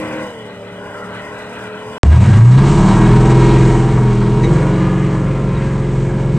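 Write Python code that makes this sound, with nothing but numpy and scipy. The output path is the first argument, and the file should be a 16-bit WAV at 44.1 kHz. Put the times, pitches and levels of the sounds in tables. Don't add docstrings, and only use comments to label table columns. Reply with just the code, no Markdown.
import sys
import numpy as np
from scipy import signal
from scipy.fft import rfft, irfft
from scipy.io import wavfile
from scipy.ndimage import uniform_filter1d, minimum_filter1d

SR = 44100
rng = np.random.default_rng(int(sys.argv[2]) if len(sys.argv) > 2 else 0)


def voltage_ratio(level):
    return 10 ** (np.asarray(level, float) / 20)


def waveform_to_disk(signal):
    frames = np.transpose(np.atleast_2d(signal))
    scaled = np.clip(frames, -1, 1) * 32767
    samples = np.round(scaled).astype(np.int16)
    wavfile.write(sys.argv[1], SR, samples)


N = 281358

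# [t/s, roar level/dB, treble level/dB]
STREET_LEVELS = [(0.0, -32.5, -42.5), (0.264, -36.5, -44.5), (0.364, -43, -50.5), (0.694, -44.5, -52),
                 (0.85, -40.5, -49), (1.4, -39, -47), (1.67, -39.5, -45.5), (1.7, -43.5, -51),
                 (1.98, -37.5, -45)]
# [f/Hz, level/dB per Hz]
STREET_COLOUR = [(25, -21), (60, -19), (110, -3.5), (250, -5), (600, -11.5), (760, -5.5), (1000, -7.5),
                 (1250, -7), (1500, -9), (2000, -10.5), (2400, -16), (3000, -14.5), (4200, -28),
                 (7200, -30), (8300, -28), (9200, -30.5), (10100, -43), (11000, -47.5), (11900, -47),
                 (12600, -46), (14200, -49), (15500, -72.5)]
# [t/s, level/dB]
STREET_RASP = [(0, -3.5), (.12, -2.5), (.18, 2.5), (.25, 0), (.36, 2.5), (.52, 4), (.62, -1.5), (.9, 3),
               (1.25, -1.5), (1.45, 1), (1.65, 2.5), (1.78, 1.5), (1.98, 2)]


def rms_one(x):
    return x / np.sqrt(np.mean(x ** 2) + 1e-20)


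def in_time(rows):
    s, *columns = np.transpose(rows)
    return [np.interp(np.arange(N) / SR, s, c) for c in columns]


def at_hz(points, hz):
    table_hz, values = np.transpose(points)
    return np.interp(np.log(np.maximum(hz, 1)), np.log(table_hz), values)


def drift(rate):
    hop = 40
    r = np.exp(-2 * np.pi * rate * hop / SR)
    noise = rng.standard_normal(N // hop + 2002)
    slow = signal.lfilter([1], [1, -2 * r, r * r], noise)[2000:]
    return np.interp(np.arange(N) / hop, np.arange(len(slow)), rms_one(slow))


def coloured(x, spectrum):
    hz = np.fft.rfftfreq(N, 1 / SR)
    return rms_one(irfft(rfft(x) * voltage_ratio(at_hz(spectrum, hz + 1)), N))


def band(x, low_hz, high_hz):
    return signal.sosfilt(signal.butter(2, [low_hz, high_hz], "band", fs=SR, output="sos"), x)


def lift(x, low_hz, high_hz, db):
    middle = signal.lfilter(*signal.butter(1, [low_hz, high_hz], "band", fs=SR), x)
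    return x + (voltage_ratio(db) - 1) * middle


def rings(x, modes, wander_db):
    out = x.copy()
    for hz, width, db in modes:
        r = np.exp(-np.pi * width / SR)
        feedback = [1, -2 * r * np.cos(2 * np.pi * hz / SR), r * r]
        ring = signal.lfilter([(1 - r * r) / 2, 0, (r * r - 1) / 2], feedback, x)
        out += voltage_ratio(db + wander_db * drift(1.04)) * ring
    return out


def scattered(x, decay_s):
    tails = rng.standard_normal((3, 8000)) * np.exp(-np.arange(8000) / (decay_s * SR))
    shares = voltage_ratio(np.array([5 * drift(3) for _ in tails]))
    shares = shares / np.sqrt((shares ** 2).sum(axis=0))
    return sum(signal.fftconvolve(x * share, tail)[:N] for share, tail in zip(shares, tails))


def orders(cycle, levels, waver_db, waver_rad, rate):
    out = np.zeros(N)
    for k, db in levels:
        phase = 2 * np.pi * (round(2 * k) / 2 * cycle + rng.random()) + waver_rad * drift(rate)
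        out += np.sqrt(2) * voltage_ratio(db + waver_db * drift(rate)) * np.sin(phase)
    return out


def firings(turns, uneven_db, spread_s, jitter_db):
    timing_slop_s = .00006
    beat = np.cumsum(turns) / SR * 4
    number = np.arange(1, int(beat[-1]))
    cylinder = number % 8
    at = np.interp(number, beat, np.arange(N))
    strengths = np.array([drift(0.56)[at.astype(int)] for _ in range(8)])[cylinder, number - 1]
    delay_s = spread_s * rng.random(8)[cylinder] + timing_slop_s * rng.random(len(at))
    at = np.minimum(at + SR * delay_s, N - 2)
    size = voltage_ratio(uneven_db * strengths + jitter_db * rng.standard_normal(len(at)))
    clicks, part = np.zeros(N), at % 1
    np.add.at(clicks, at.astype(int), size * (1 - part))
    np.add.at(clicks, at.astype(int) + 1, size * part)
    return clicks


def far_throttle():
    ease_start_s, ease_length_s = 0.23, 0.066
    return np.clip(1 - (np.arange(N) / SR - ease_start_s) / ease_length_s, 0, 1)


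def snarl(x):
    return lift(rms_one(x), 1800, 2200, db=7 * far_throttle())


def street():
    # [f/Hz, likeness (1 = the same)]
    likeness = [(60, .99), (500, .997), (1100, .975), (2300, .84), (4700, 0.3), (9000, 0.85)]
    # [f/Hz, level/dB]
    tilt = [(60, -1.0), (170, 0.0), (460, 0.0), (1270, 2.0), (3500, 0.5), (9660, -2.0)]
    roar_db, treble_db = in_time(STREET_LEVELS)
    rasp_db, = in_time(STREET_RASP)
    mid, side = (coloured(w, STREET_COLOUR) for w in rng.standard_normal((2, N)))
    roar, upper, treble = 0, 0, 0
    edges = 35 * 2 ** np.arange(0, 8.9, 1 / 3)
    for low, high in zip(edges, edges[1:]):
        hz = np.sqrt(low * high)
        alike, lean = np.clip(at_hz(likeness, hz), -1, 1), at_hz(tilt, hz) / 2
        common = np.sqrt(1 + alike) * band(mid, low, high)
        opposite = np.sqrt(1 - alike) * band(side, low, high) * [[1], [-1]]
        pair = (common + opposite) * voltage_ratio(np.array([[lean], [-lean]]))
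        if hz < 1250:
            roar = roar + pair * voltage_ratio(0.5 * drift(1.4))
        elif hz < 4500:
            upper = upper + pair * voltage_ratio(1.3 * drift(5))
        else:
            treble = treble + pair
    roar = voltage_ratio(roar_db + 6.5) * rms_one(roar)
    upper = voltage_ratio(roar_db + 4.5 + rasp_db + 3.0 * drift(3.2)) * snarl(upper)
    treble = voltage_ratio(treble_db + 1.3 * drift(26.0)) * rms_one(treble)
    return roar + upper + treble


def far_truck():
    # [t/s, crank turns per s]
    far_speed = [(0, 39.1), (.2, 39), (.33, 38.4), (.5, 37.2), (.64, 36.7), (.83, 36.9), (1.32, 37.93),
                 (1.98, 39.3)]
    # [order, level at eased throttle/dB, gain at full throttle/dB]
    strong_orders = [(3, -43.5, -3.5), (5, -37.5, 6), (8, -45, 17.5), (11, -63.5, 21), (13, -45, 10.5),
                     (16, -41, 4.5), (4, -54.5, 18.5), (6, -38.5, 5.5), (14, -52, 15)]
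    # [order, level/dB]
    weak_orders = [(2.0, -54), (7.0, -40), (9.0, -55.5), (12.0, -49), (15.0, -46), (17.0, -46), (18.0, -41),
                   (21.0, -45.5), (23.0, -47.5), (26.0, -64), ]
    # [t/s, f/Hz, level/dB]
    gear_change = [(0, 545, -42), (.2, 528, -41), (.3, 481, -37), (.4, 435, -36), (.5, 408, -42.5),
                   (.64, 403.7, -39.5), (.83, 409, -40), (1.32, 420, -40), (1.98, 431, -33)]
    turns, = in_time(far_speed)
    cycle = np.cumsum(turns) / SR
    throttle = far_throttle()
    roar_db = in_time(STREET_LEVELS)[0]
    note_hz, note_db = in_time(gear_change)
    note = orders(np.cumsum(note_hz) / SR, [(1, note_db)], waver_db=1.5, waver_rad=.3, rate=8)
    strong_levels = [(k, db + full * throttle) for k, db, full in strong_orders]
    strong = orders(cycle, strong_levels, waver_db=2.5, waver_rad=.35, rate=12)
    weak = orders(cycle, weak_orders, waver_db=2.0, waver_rad=1.0, rate=19.0)
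    weak = weak * voltage_ratio(0.36 * (roar_db + 35.5))
    clicks = firings(turns, uneven_db=-0.5, spread_s=0.00442, jitter_db=2.0)
    buzz = band(coloured(scattered(clicks, decay_s=0.18), STREET_COLOUR), 870, 4100)
    buzz = snarl(buzz) * voltage_ratio(in_time(STREET_RASP)[0])
    return strong + weak + note + voltage_ratio(roar_db - 4) * buzz


def road_bounce(x):
    lag_s, strength = .00204, .42
    return x + strength * np.roll(x, round(lag_s * SR), axis=1)


def clink():
    # [t/s, level/dB]
    clinks = [(4.429, -12.5), (5.55, -27.5)]
    # [f/Hz, width/Hz, level/dB]
    metal_modes = [(2070, 83, 2), (2250, 80, -1.5), (3810, 54, 4.5), (6070, 73, -9)]
    hold_s, fade_s = .02, .009
    out = 0
    for s, db in clinks:
        since = np.arange(N) / SR - s
        shape = (since > 0) * np.exp(-np.maximum(since - hold_s, 0) / fade_s)
        burst = voltage_ratio(db) * shape * rng.standard_normal(N) + 1e-18
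        out = out + rings(burst, metal_modes, wander_db=0) - burst
    return out


def strands(cycle):
    # [order, start t/s, length/s, level/dB]
    singing = [(33, 2.4, 0.19, -40), (27, 3.7, 0.61, -42.5), (32, 4.5, .3, -40), (26.5, 4.72, 0.38, -35.5),
               (22, 4.5, 0.46, -40.5), (20, 6.5, 0.96, -45.5), (30.5, 5.15, .5, -42),
               (36.6, 4.7, 0.47, -43), (27.5, 4.8, 0.49, -45), (23.5, 5.1, 0.54, -41)]
    fade_s = .06
    t = np.arange(N) / SR
    out = 0
    for k, s, length, db in singing:
        shape = np.clip(np.minimum(t - s, s + length - t) / fade_s, 0, 1)
        out = out + shape * orders(cycle, [(k, db)], waver_db=2.5, waver_rad=.6, rate=14)
    return out


def intake_and_panels(turns, cycle, load_db, rasp_db):
    # [f/Hz, level/dB per Hz]
    intake = [(400, -4), (600, 1.5), (800, -1.5), (1050, -4.5), (1400, -6), (1750, -7.5), (2100, -7.5),
              (2700, -10.5), (3500, -13.5), (5000, -17.5), (8600, -15), (9600, -7)]
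    # [f/Hz, width/Hz, level/dB]
    panel_modes = [(790, 35, -3), (895, 40, -9), (960, 40, 0), (1025, 200, 0), (1052, 40, -3),
                   (1145, 35, -4), (1220, 50, -1), (1362, 35, 1), (1490, 40, -2), (1615, 50, 2),
                   (1800, 40, -2)]
    # [f/Hz, width/Hz, level/dB]
    high_modes = [(1885, 30, 4), (2178, 30, 4), (2826, 35, 3), (3826, 50, 1)]
    growl = firings(turns, uneven_db=3, spread_s=.004, jitter_db=1.2)
    growl = rms_one(scattered(growl, decay_s=.018))
    throb = 1 + 0.07 * np.sin(2 * np.pi * cycle) + 0.034 * drift(10.0)
    air = rng.standard_normal(N) * throb + voltage_ratio(1.5) * band(growl, 800, 3000)
    air = coloured(air, intake)
    air = signal.sosfilt(signal.butter(2, 400, "high", fs=SR, output="sos"), air)
    for low in (500, 800, 1300, 2100, 3400, 5500):
        air = lift(air, low, 1.6 * low, 1.5 * drift(5))
    high_ringing = rings(air, high_modes, wander_db=0.5) - air
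    high_ringing = voltage_ratio(2.5 * np.minimum(load_db + 4.5, 0)) * high_ringing
    panels = rms_one(rings(air, panel_modes, wander_db=2.2) + high_ringing)
    return lift(panels, 1350, 3200, rasp_db)


def cabin_air(cycle, load_db, below_held, lope):
    # [order, level/dB]
    weak_orders = [(1.5, -31.5), (2.0, -37), (3.5, -34.5), (4.5, -44), (6.5, -36.5), (10.5, -44.5),
                   (11.0, -44), (11.5, -39.5), (12.5, -47), (13.5, -46.5), (14.0, -49.5)]
    # [f/Hz, level/dB per Hz]
    rumble_colour = [(20, -37), (40, -2.5), (130, -15.5), (210, -11.5), (340, -18.5), (480, -16),
                     (650, -10)]
    # [f/Hz, width/Hz, level/dB]
    air_modes = [(122, 78, 0), (159.5, 15, 9), (205.6, 25, 8.5), (315, 37.4, 9.5), (410, 38, 9)]
    weak = orders(cycle, weak_orders, waver_db=4.5, waver_rad=0.43, rate=2.56)
    weak = weak * voltage_ratio(load_db - 0.13 * below_held)
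    rumble = rms_one(band(coloured(rng.standard_normal(N), rumble_colour), 41, 338))
    rumble = rumble * voltage_ratio(load_db - 24.5 + 1.5 * drift(3) + .45 * lope)
    return rings(weak + rumble, air_modes, wander_db=4.5)


def boom_db(hz):
    # [f/Hz, width/Hz, level/dB]
    booms = [(40.2, 18, 0), (87, 41, -1.5), (122.4, 19.7, 13), (187.9, 9.3, 8.5), (203.9, 18, 5.5),
             (285, 92, -7.5), (320.3, 9, 10), (346.7, 13.8, 12.5), (411.4, 22.5, 13.5), (536, 25.5, 12)]
    peaks = sum(voltage_ratio(db) / (1 + (2 * (hz - at) / width) ** 2) for at, width, db in booms)
    between = voltage_ratio(-29) * np.minimum(hz / booms[0][0], 1) ** 4
    return 20 * np.log10(peaks + between)


def engine_boom(turns, cycle, load_db, below_held, lope):
    # [order, level/dB, gain for each turn per s below held speed/dB]
    strong_orders = [(1, -19.5, -0.07), (2.5, -27.5, -0.35), (3, -20, -1.2), (4, -16, 0.43),
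                     (5, -22.5, 0.2644), (5.5, -31, .5), (6, -27, 0.26), (8.5, -38, 0.77), (9, -36, 0.37),
                     (7, -30, -0.07), (7.5, -35, 0.48), (8, -28.5, 0.03), (9.5, -34, -0.02),
                     (10, -31.5, -0.5), (12, -40.5, -1)]
    levels = [(k, load_db + db + slope * below_held + boom_db(k * turns)) for k, db, slope in strong_orders]
    return orders(cycle, levels, waver_db=1.2 + .3 * lope, waver_rad=.15, rate=10)


def cabin_engine():
    # [t/s, crank turns per s]
    near_speed = [(2.04, 17), (2.18, 20.7), (2.46, 29.8), (2.6, 33.9), (2.76, 36.4), (3.16, 41.7),
                  (3.3, 42.7), (3.44, 42.86), (3.86, 42.45), (4, 41.95), (4.14, 40.85), (4.28, 40.7),
                  (4.56, 44), (4.7, 45.4), (4.84, 46.05), (4.98, 46), (5.34, 44.7), (5.68, 44.63),
                  (5.96, 44.2), (6.38, 44.4)]
    # [t/s, load level/dB, air level/dB, lift of its rasp/dB]
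    near_levels = [(2.04, -4, -27.5, -2), (2.17, -6, -21.5, -2), (2.4, 1, -20.5, 0.5),
                   (2.5, -6.5, -24.5, -3.5), (2.56, 0, -19, -3), (2.9, -0.5, -19, -6.5), (3.4, 1, -19, -3),
                   (3.9, -4, -24, -1.5), (4.05, -4, -26, -2), (4.17, -5.5, -27, -4.5),
                   (4.38, -5, -24.5, -5.5), (4.5, -4.5, -25, -2), (5.03, -6.5, -29.5, 2.5),
                   (5.16, -7, -29.5, -1), (5.7, -7.5, -30.5, 1.5), (6.38, -7, -30.5, -1.5)]
    turns, = in_time(near_speed)
    load_db, air_db, rasp_db = in_time(near_levels)
    cycle = np.cumsum(turns) / SR
    below_held = 43 - turns
    lope = np.maximum(27 - turns, 0)
    boom = engine_boom(turns, cycle, load_db, below_held, lope)
    low_air = cabin_air(cycle, load_db, below_held, lope)
    panels = intake_and_panels(turns, cycle, load_db, rasp_db)
    return boom + strands(cycle) + low_air + voltage_ratio(air_db) * panels


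def smear(x, pole, count):
    a = np.clip(pole, 0, .98)
    for _ in range(count):
        x = signal.lfilter([-a, 1], [1, -a], x)
    return x


def scene():
    # [start t/s, end t/s]
    silence = (1.981, 2.0318)
    # [t/s, level/dB]
    street_swell = [(0, -3), (.12, -0.5), (.2, 2.5), (.3, -3.5), (.55, -5), (.8, 3.5), (1, 8), (1.12, 2.5),
                    (1.27, 6), (1.4, 2), (1.55, -1), (1.66, 6.5), (1.78, 4.5), (1.98, 1.5)]
    t = np.arange(N) / SR
    outside = far_truck() * voltage_ratio(np.array([[.3], [-.3]])) + street()
    outside = lift(outside, 1300, 1700, in_time(street_swell)[0])
    left, right = road_bounce(outside)
    outside = np.array([left, np.roll(right, 4)])
    outside = voltage_ratio(-1.0) * outside * (t < silence[0])
    inside = (cabin_engine() + clink()) * (t > silence[1])
    step_start = round(silence[1] * SR) + 1
    inside[step_start:][:900] += 2.2 * np.exp(-np.arange(900) / 32)
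    inside = smear(inside, pole=.91, count=9)
    inside = signal.sosfilt(signal.cheby2(16, 80, 9900, fs=SR, output="sos"), inside)
    return outside + inside


def top_cut(x):
    return signal.sosfilt(signal.butter(12, 15300, fs=SR, output="sos"), x)


def record(dry):
    ceiling = .997
    need = 1 / np.maximum(1, np.abs(dry).max(axis=0) / ceiling)
    gain = uniform_filter1d(minimum_filter1d(need, size=661), size=331)
    return top_cut(dry * gain)


dry = scene()
out = record(dry)
waveform_to_disk(out)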